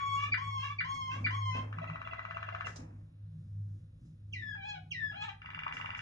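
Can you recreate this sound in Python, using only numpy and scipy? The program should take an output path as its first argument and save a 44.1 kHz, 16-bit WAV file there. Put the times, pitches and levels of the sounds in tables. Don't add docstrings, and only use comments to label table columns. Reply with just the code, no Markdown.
import sys
import numpy as np
from scipy import signal
from scipy.fft import rfft, irfft, next_fast_len
from scipy.io import wavfile
from scipy.ndimage import map_coordinates

SR = 44100
rng = np.random.default_rng(int(sys.argv[2]) if len(sys.argv) > 2 else 0)


def transcribe(signal):
    frames = np.atleast_2d(signal).T
    limited = np.clip(frames, -1, 1)
    pcm = np.round(limited * 32767).astype(np.int16)
    wavfile.write(sys.argv[1], SR, pcm)


def voltage_ratio(decibels):
    exponent = np.asarray(decibels, float) / 20
    return 10 ** exponent


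N = 265173

# time from the accent in [s], pitch in [Hz], level in [dB],
# half-pitch voice in [dB].
DROP_SHAPE = [(-.0225, 2340, -12, -32.5), (-.019, 2310, -2.5, -53), (-.013, 2420, -8, -67),
              (-.008, 2300, -1, -52.5), (-.003, 1980, 0.5, -18.5), (.0005, 1510, 2, -22),
              (.004, 1380, 0, -21)]
DROP_OVERTONES = [-2.5, -13.5, -36, -48]


def unit(x):
    return x / np.sqrt(np.mean(x ** 2) + 1e-20)


def along(points, hz):
    f, v = np.transpose(points)
    return np.interp(np.log(hz + 1), np.log(f + 1), v)


def wobble(rate, size):
    knots = rng.standard_normal(max(int(size * rate / SR) + 4, 160))
    return map_coordinates(knots, [np.arange(size) * rate / SR])


def filtered(x, response):
    m = next_fast_len(N + SR // 4)
    return irfft(rfft(x, m) * response(np.fft.rfftfreq(m, 1 / SR)), m)[..., :N]


def coloured(x, colour):
    return filtered(x, lambda hz: voltage_ratio(along(colour, hz)))


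def noise(spectrum, channels):
    return unit(coloured(rng.standard_normal((channels, N)), spectrum))


def add(song, rows, tones_db, edge=0.0036, shake=0.0071, dull=0, flutter_db=2.5, rasp=0.023):
    s, hz, db, half_db = np.transpose(rows)
    start = max(round((s[0] - edge) * SR), 0)
    at = np.arange(start, min(round((s[-1] + edge) * SR), N))
    t = at / SR
    size = len(t)
    hoarse = np.clip(voltage_ratio(0.99 * np.interp(t, s, half_db)), 0, 1)
    level_db = np.interp(t, s, db)
    unsteady = 1 + shake * wobble(90, size) + rasp * hoarse * wobble(300, size)
    phase = 2 * np.pi * np.cumsum(np.interp(t, s, hz) * unsteady) / SR
    fade = np.clip(np.minimum(t - s[0] + edge, s[-1] + edge - t) / abs(edge), 0, 1) ** 2
    turns = rng.uniform(0, 2 * np.pi, (len(tones_db), 2))
    effort_db = dull * (level_db - level_db.max())
    whole, between = np.zeros((2, size))
    for k, d in enumerate(tones_db):
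        level = voltage_ratio(d + k * effort_db + flutter_db * wobble(59.2, size))
        whole += level * np.sin((k + 1) * phase + turns[k, 0])
    for k, d in enumerate([-34] + tones_db[1:]):
        level = voltage_ratio(d + 2 * flutter_db * wobble(220, size))
        between += level * np.sin((k + .5) * phase + turns[k, 1])
    song[at] += np.sqrt(2) * fade * voltage_ratio(level_db) * (whole + 1.2 * hoarse * between)


def phrase(song, events, shapes, effort_db, late=0, opening=1):
    *lead, (accent, accent_tones) = shapes
    for k, (s, db, lead_db, bend) in enumerate(events):
        shift = np.array([s + late, 0, db + effort_db, 0])
        rows = np.array(accent) * [1, bend if k else opening, 1, 1] + shift
        add(song, rows, accent_tones, edge=.0013, flutter_db=.7)
        if k == 0:
            continue
        for shape, tones_db in lead:
            rows = np.array(shape) * [1, bend ** .3, 1, 1] + shift + [0, 0, lead_db, 0]
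            add(song, rows, tones_db, edge=.002, flutter_db=5.0, shake=0.013)


def beak(x):
    # frequency in [Hz], gain in [dB].
    beak_colour = [(1500, -2), (2000, 2.5), (2500, -3), (2900, -0.5), (3170, -7.5), (3450, 2.5), (3750, -8),
                   (4350, -7), (4760, 6.5), (5200, -7.5)]
    return coloured(x, beak_colour)


def whistles():
    # time in [s], pitch in [Hz], level in [dB], half-pitch voice in [dB].
    whistle_rows = [
        [(0, 1117, -38.5, -44.5), (.08, 1110, -37, -32), (.16, 1123, -34.5, -30.5), (.2, 1127, -41, -5.5),
         (.24, 1148, -35.5, -9), (.265, 1166, -46, -4.5), (.285, 1213, -43, -11.5)],
        [(.38, 989, -37.5, -27), (.394, 1086, -43, -37.5), (.43, 1109, -40.5, -32), (.54, 1095, -39.5, -38.5),
         (.6, 1062, -38.5, -17.5), (.645, 1100, -41, -2), (.69, 1078, -44, -5), (.706, 1156, -42.5, -19),
         (.725, 1150, -42.5, -12.5)],
        [(.848, 992, -38, -35.5), (.864, 1083, -44.5, -33), (.9, 1082, -37, -29), (.96, 1092, -38.5, -48.5),
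         (1.03, 1063, -39, -36), (1.1, 1053, -41.5, -27.5), (1.118, 1051, -40.5, -1.5),
         (1.165, 1110, -45, -10.5), (1.195, 1167, -53.5, -16.5)],
        [(1.308, 991, -37, -32), (1.325, 1064, -44, -31.5), (1.35, 1099, -38, -42), (1.42, 1067, -41, -56.5),
         (1.5, 1039, -37.5, -39.5), (1.545, 1030, -40.5, -5.5), (1.575, 1056, -39, -7.5),
         (1.618, 1061, -46, -16.5)],
    ]
    whistle_overtones = [-5.5, -11.5, -11.5, -24.5, -25.5, -26.5, -31, -39, -42, -39]
    song = np.zeros(N)
    for rows in whistle_rows:
        add(song, rows, whistle_overtones, edge=0.0044, dull=0.26, rasp=0.035, flutter_db=1.69)
    return song


def pickups():
    # accent in [s], level in [dB], lead-in in [dB] (none sung here), pitch as a [ratio].
    pickup_drops = [
        (0.342, -29.5, 3, 0.85),
        (0.808, -31.5, 3, 0.99),
        (1.266, -30.5, 0, 0.99),
    ]
    song = np.zeros(N)
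    phrase(song, pickup_drops, [(DROP_SHAPE, DROP_OVERTONES)], effort_db=-1.7)
    return beak(song)


def slow_trill():
    # start in [s], accent in [dB], lead-in over the accent in [dB], pitch as a [ratio].
    slow_accents = [(1.727, -39, -1, 1.01), (1.785, -35, -10, 0.96), (1.841, -36, 3.5, 0.92),
                    (1.898, -34.5, 1, 0.94), (1.957, -36, 1, 0.96), (2.016, -34.5, -3.5, 1),
                    (2.073, -34, -0.5, 0.99), (2.133, -33.5, 1.5, 0.99), (2.192, -33.5, -1.5, 0.99),
                    (2.251, -34.5, -1.5, 0.99), (2.309, -33, -1, 1.06), (2.369, -31, -1, 1.01),
                    (2.428, -32, -2.5, 1.09), (2.488, -32.5, -4, 1.03), (2.548, -31, -1.5, 1.04),
                    (2.608, -30.5, -4, 1.06), (2.669, -31.5, -1.5, 1.09)]
    # time from the accent in [s], pitch in [Hz], level in [dB],
    # half-pitch voice in [dB].
    murmur_shape = [(-.029, 678.6, -26, -41), (-.023, 684, -11.5, -30.5), (-.017, 660, -19, -42),
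                    (-.006, 655.8, -13, -45)]
    flick_shape = [(-.0032, 845.6, -13, -39.5), (-.001, 1134, -2.5, -38.5), (.0005, 1400, -0.5, -35.5),
                   (.0024, 1650, -10, -39.5)]
    murmur_overtones = [-4.5, -7, -13, -13, -17, -23.5, -29, -39, -39, -33.5]
    flick_overtones = [-1, -13.5, -26.5, -31.5, -38.5]
    # frequency in [Hz], gain in [dB].
    gape_colour = [(900, 0.5), (1400, -2.5), (2000, 4), (2500, -1), (2900, -3), (3400, 0), (3800, -0.5),
                   (5000, -2)]
    song = np.zeros(N)
    shapes = [(murmur_shape, murmur_overtones), (flick_shape, flick_overtones)]
    phrase(song, slow_accents, shapes, effort_db=-1.5, late=.002, opening=1.1)
    return coloured(song, gape_colour)


def slide(rows):
    end_hz, plunge_hz, plunge_s, settle_hz, settle_s = 1585, 1150, .015, 530, .105
    plunge_blunt = 2.1
    s, db, half_db = np.transpose(rows)
    t = np.linspace(0, s[-1] - s[0], num=80)
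    plunge = plunge_hz * np.exp(-(t / plunge_s) ** plunge_blunt)
    hz = end_hz + plunge + settle_hz * np.exp(-t / settle_s)
    at = s[0] + t
    return np.transpose([at, hz, np.interp(at, s, db), np.interp(at, s, half_db)])


def slides():
    # time in [s], level in [dB], half-pitch voice in [dB].
    slide_levels = [
        [(4.325, -55, -30), (4.333, -39, -57), (4.346, -39, -67.5), (4.36, -47.5, -60.5), (4.4, -44.5, -42),
         (4.44, -44, -61.5), (4.485, -39.5, -50), (4.51, -41.5, -59), (4.553, -39, -40)],
        [(4.909, -44, -31.5), (4.919, -33, -75), (4.93, -43, -52), (4.95, -42, -57), (4.99, -40.5, -52),
         (5.03, -41.5, -33), (5.047, -35, -45), (5.068, -48, -46), (5.08, -35.5, -47), (5.128, -45, -38)],
    ]
    slide_overtones = [-6.5, -18, -33, -44.5, -50.5]
    song = np.zeros(N)
    for rows in slide_levels:
        add(song, slide(rows), slide_overtones, edge=0.0018, dull=0.02, flutter_db=2.8)
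    return song


def low_notes():
    # time in [s], pitch in [Hz], level in [dB], half-pitch voice in [dB].
    low_rows = [
        [(4.548, 903, -60, -20.5), (4.575, 783, -58, -30), (4.6, 792, -56, -55), (4.63, 768, -50.5, -51),
         (4.66, 848, -49.5, -37), (4.7, 840.5, -46, -40), (4.74, 806.5, -51.5, -26), (4.76, 741, -50.5, -35.5),
         (4.78, 722, -54.5, -51)],
        [(5.116, 865, -57, -14), (5.132, 646, -55.5, -21), (5.16, 797, -50.5, -32.5),
         (5.2, 833.5, -49.5, -29.5), (5.225, 837, -44.5, -10), (5.25, 915, -52, -4.5), (5.275, 863, -56, -13),
         (5.295, 788, -46, -10.5), (5.312, 745, -65, -28.5)],
    ]
    low_overtones = [-3, -4, -5.5, -1.5, -8, -18, -21, -18.5, -21, -26.5, -54]
    song = np.zeros(N)
    for rows in low_rows:
        add(song, rows, low_overtones, edge=0.0067, dull=0.42, rasp=0.045, shake=0.0079)
    return song


def fast_trill():
    # start in [s], accent in [dB], lead-in over the accent in [dB], pitch as a [ratio].
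    fast_accents = [(5.4169, -43.5, -1, 1.01), (5.4578, -40.5, -1, 1.01), (5.5016, -40.5, 7, 1.1),
                    (5.5453, -36, 1.5, 1.01), (5.5889, -35, -0.5, 1.01), (5.633, -36, -0.5, 1.01),
                    (5.678, -36, 7, 1.1), (5.7228, -35, 1.5, 1.01), (5.767, -34, -6.5, 1.01),
                    (5.811, -34.5, -0.5, 1.01), (5.8575, -34.5, 3, 1.01), (5.9027, -34.5, 2, 1.01),
                    (5.9472, -34.5, -4, 1.01), (5.9899, -34, -4.5, 1.01)]
    # time from the accent in [s], pitch in [Hz], level in [dB],
    # half-pitch voice in [dB].
    pickup_shape = [(-.015, 808, -12, -41), (-.0122, 1070, -7.5, -40), (-.0103, 1346, -14.5, -38),
                    (-.0085, 1600, -22, -45)]
    snap_shape = [(-.0003, 1300, -6, -4.5), (.0007, 1430, -2.5, 3.5), (.0017, 1580, -2.5, -5.5),
                  (.003, 1855, -16, -14)]
    pickup_overtones = [-1, -11.5, -28, -42]
    snap_overtones = [-1.5, -4.5, -24, -25]
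    song = np.zeros(N)
    shapes = [(pickup_shape, pickup_overtones), (snap_shape, snap_overtones)]
    phrase(song, fast_accents, shapes, effort_db=-0.5, late=0.0019)
    return beak(song)


def canary():
    return whistles() + pickups() + slow_trill() + slides() + low_notes() + fast_trill()


def room(x):
    # frequency in [Hz], t60 in [s].
    room_decay = [(500, 0.42), (1300, 0.28), (3500, 0.28), (8000, 0.21)]
    # delay in [s], level in [dB].
    wall_echoes = [
        (.0042, -14),
        (.0095, -12.5),
        (.0145, -19),
        (.021, -21.5),
    ]
    # frequency in [Hz], gain in [dB].
    left_colour = [(700, 2.5), (1100, 3), (1500, 2), (2100, -17), (2400, 3), (2700, -4), (3400, -3.5),
                   (8000, -9.5)]
    right_colour = [(700, -0.5), (1100, 0.5), (1500, -9), (2100, -13), (2400, 0), (2700, 5.5), (3400, -5.5),
                    (8000, -7.5)]
    hz, t, z = signal.stft(rng.standard_normal((2, SR // 2)), SR, nperseg=256)
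    decay = voltage_ratio(-60 * t / along(room_decay, hz)[:, None])
    tail = signal.istft(z * decay, SR, nperseg=256)[1]
    build_up = np.clip(np.arange(tail.shape[1]) / SR / .009, 0, 1)
    answer = voltage_ratio(-5) * tail / np.linalg.norm(tail[0]) * build_up
    for s, db in wall_echoes:
        answer[[0, 1], round(s * SR) + rng.integers(0, 40, 2)] += voltage_ratio(db)
    straight = filtered(x, lambda hz: voltage_ratio([along(left_colour, hz), along(right_colour, hz)]))
    return voltage_ratio(2.0) * (straight + signal.fftconvolve(x[None], answer, axes=1)[:, :N])


def lingering():
    earlier_drop = (.124, -20.5)
    before, db = earlier_drop
    song, sung_at = np.zeros(N), .03
    add(song, np.array(DROP_SHAPE) + [sung_at, 0, db, 0], DROP_OVERTONES)
    gone = round((sung_at + before) * SR)
    return np.pad(room(song)[:, gone:], ((0, 0), (0, gone)))


def cage(x):
    # resonance in [Hz], width in [Hz], left level in [dB], right level in [dB].
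    cavity_rings = [(1972, 24, 15.5, 9.5), (2359, 68, 7, 6.5), (2797, 42, -3.5, 4.5), (1281, 50, -1, -2),
                    (1757, 52, 7.5, 0.5), (1110, 33, -6.5, -19.5)]

    def response(hz):
        total = 1
        for c, width, *db in cavity_rings:
            ring = 1j * hz * width / (c * c - hz ** 2 + 1j * hz * width)
            total = total * (1 + voltage_ratio(db)[:, None] * ring)
        return total

    return filtered(x, response)


def perch():
    # start in [s], t60 in [s], rustle in [dB], knock in [dB], thump in [dB].
    shuffles = [
        (.27, 0.45, -83, -62, -55),
        (.93, 0.41, -64.5, -66, -58.5),
        (1.117, .5, -68, -63, -60),
        (1.14, .6, -81.5, -56.5, -62),
        (1.195, 0.65, -89.5, -64, -49.5),
        (1.73, 1.6, -99, -69.5, -59.5),
        (2.65, 0.33, -57, -51.5, -67),
        (2.775, 0.86, -95, -59.5, -50),
        (5.72, 0.63, -63.5, -58, -60),
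        (5.962, 0.25, -64.5, -79, -76),
    ]
    jolts = [
        (1.548, 0.67, -79.5, -45.5, -45.5),
        (2.757, 0.2, -53, -57, -62),
        (4.05, 0.44, -83.5, -84, -62.5),
    ]
    # frequency in [Hz], density in [dB per Hz].
    rustle_spectrum = [(1500, -49.5), (3000, -2), (5000, 6.5), (7500, 6), (9500, -4.5), (11500, -31),
                       (13000, -67)]
    knock_spectrum = [(120, -31), (250, -19), (500, -4), (900, -8.5), (2500, -21.5), (4000, -48)]
    thump_spectrum = [(20, -23), (50, -6.5), (150, -9.5), (260, -3), (330, -9.5), (420, -55)]
    after = np.arange(SR) / SR
    swells = np.zeros((3, N + SR))
    for moves, rise_s in ((shuffles, 0.021), (jolts, 0.0045)):
        for s, t60, *levels_db in moves:
            swell = np.clip(after / rise_s, 0, 1) * voltage_ratio(-60 * np.clip(after - rise_s, 0, None) / t60)
            start = round(s * SR)
            swells[:, start:start + SR] += voltage_ratio(levels_db)[:, None] * swell
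    rustle, knock, thump = swells[:, :N]
    common, left, right = noise(knock_spectrum, channels=3)
    knocking = knock * (0.76 * common + 0.69 * np.array([left, right]))
    rustling = rustle * noise(rustle_spectrum, channels=2)
    grain = voltage_ratio(0.98 * wobble(150, N))
    return grain * (rustling + knocking) + thump * noise(thump_spectrum, channels=1)


def tone(rows, sway_db, rate):
    t = np.arange(N) / SR
    s, hz, db = np.transpose(rows)
    level = voltage_ratio(np.interp(t, s, db) + sway_db * wobble(rate, N))
    return np.sqrt(2) * level * np.sin(2 * np.pi * np.cumsum(np.interp(t, s, hz)) / SR)


def machines():
    # time in [s], pitch in [Hz], level in [dB].
    hum_curve = [(0, 104.4, -59), (.1, 103.1, -46), (.5, 104.6, -41.5), (.95, 102.9, -52.5),
                 (1.45, 103.6, -37), (1.94, 104.6, -47.5), (2.08, 102.3, -57.5), (2.5, 102.6, -48),
                 (2.96, 100.8, -52.5), (3.1, 103.7, -61.5), (3.24, 102.4, -45.5), (3.38, 99.14, -54),
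                 (3.601, 101.6, -40.5), (4.07, 99.15, -59.5), (4.401, 102.4, -45), (4.6, 99.2, -54),
                 (5.15, 99.04, -55), (5.5, 99.1, -61)]
    whine_curve = [(0, 158.4, -77), (.4, 157.5, -63), (.8, 157.9, -66), (1.2, 157, -62.5),
                   (1.6, 158.5, -64), (1.92, 159.5, -50.5), (2.1, 158.5, -68), (2.5, 158, -69),
                   (2.8, 158.1, -58.5), (3.05, 158.9, -61), (3.3, 158, -62), (3.5, 157.4, -60),
                   (3.8, 158.5, -62.5), (4.3, 158.6, -65.5), (4.8, 156.7, -62.5), (5.3, 155.1, -63),
                   (6, 156.5, -60.5)]
    # frequency in [Hz], density in [dB per Hz].
    rumble_spectrum = [(60, -48.5), (85, -13), (101, 4), (130, -6), (158, -9), (180, -13.5), (198, -12),
                       (250, -19.5), (360, -27), (420, -55)]
    floor_spectrum = [(15, -29), (25, 4), (33, -6), (52, 10), (62, 6), (80, 14), (95, -49.5)]
    hum = tone(hum_curve, sway_db=1.3, rate=5.3)
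    whine = tone(whine_curve, sway_db=6.0, rate=22)
    rumble = voltage_ratio(-58 + 3.5 * wobble(7.4, N)) * noise(rumble_spectrum, channels=1)
    return hum + whine + rumble + voltage_ratio(-62.5) * noise(floor_spectrum, channels=1)


def air():
    # frequency in [Hz], density in [dB per Hz].
    air_spectrum = [(200, -6), (300, -17), (420, -21.5), (500, -11.5), (630, -19.5), (1000, -27.5),
                    (1400, -24), (2070, -30.5), (4000, -30.5), (7400, -57), (8300, -51.5), (10000, -32),
                    (12000, -57), (16000, -63.5)]
    common, left, right = noise(air_spectrum, channels=3)
    level = voltage_ratio(-74 + 6.5 + 1.2 * wobble(4, N))
    return level * (0.56 * common + 0.36 * np.array([left, right]))


def scene():
    bird = cage(room(canary()) + lingering())
    return bird + perch() + machines() + air()


def low_pass(x):
    return signal.sosfilt(signal.butter(12, 11700, fs=SR, output="sos"), x)


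def record(dry):
    # frequency in [Hz], phase in [radians].
    port_phase = [(190, -.03), (340, -.5), (690, -3.0), (1100, -4.3), (1500, -4.2), (1700, -4.8),
                  (2000, -4.0), (2700, -3.1), (3000, -2.7), (3400, -5.1), (3900, -3.4), (5000, -6.2),
                  (9000, -6.0)]
    # frequency in [Hz], gain in [dB].
    mic_colour = [(2000, 0.5), (2700, 2.5), (3500, -2.5), (3850, 3.5), (4200, -0.5), (4600, -4.5),
                  (5000, 2.5), (6200, 2), (7400, -2), (8300, -11.5), (9300, -1.5), (11500, -10.5)]

    def ports(hz):
        turn = np.exp(.5j * along(port_phase, hz))
        return np.array([turn, 1 / turn]) * voltage_ratio(along(mic_colour, hz))

    return low_pass(filtered(dry, ports))


dry = scene()
out = record(dry)
transcribe(out)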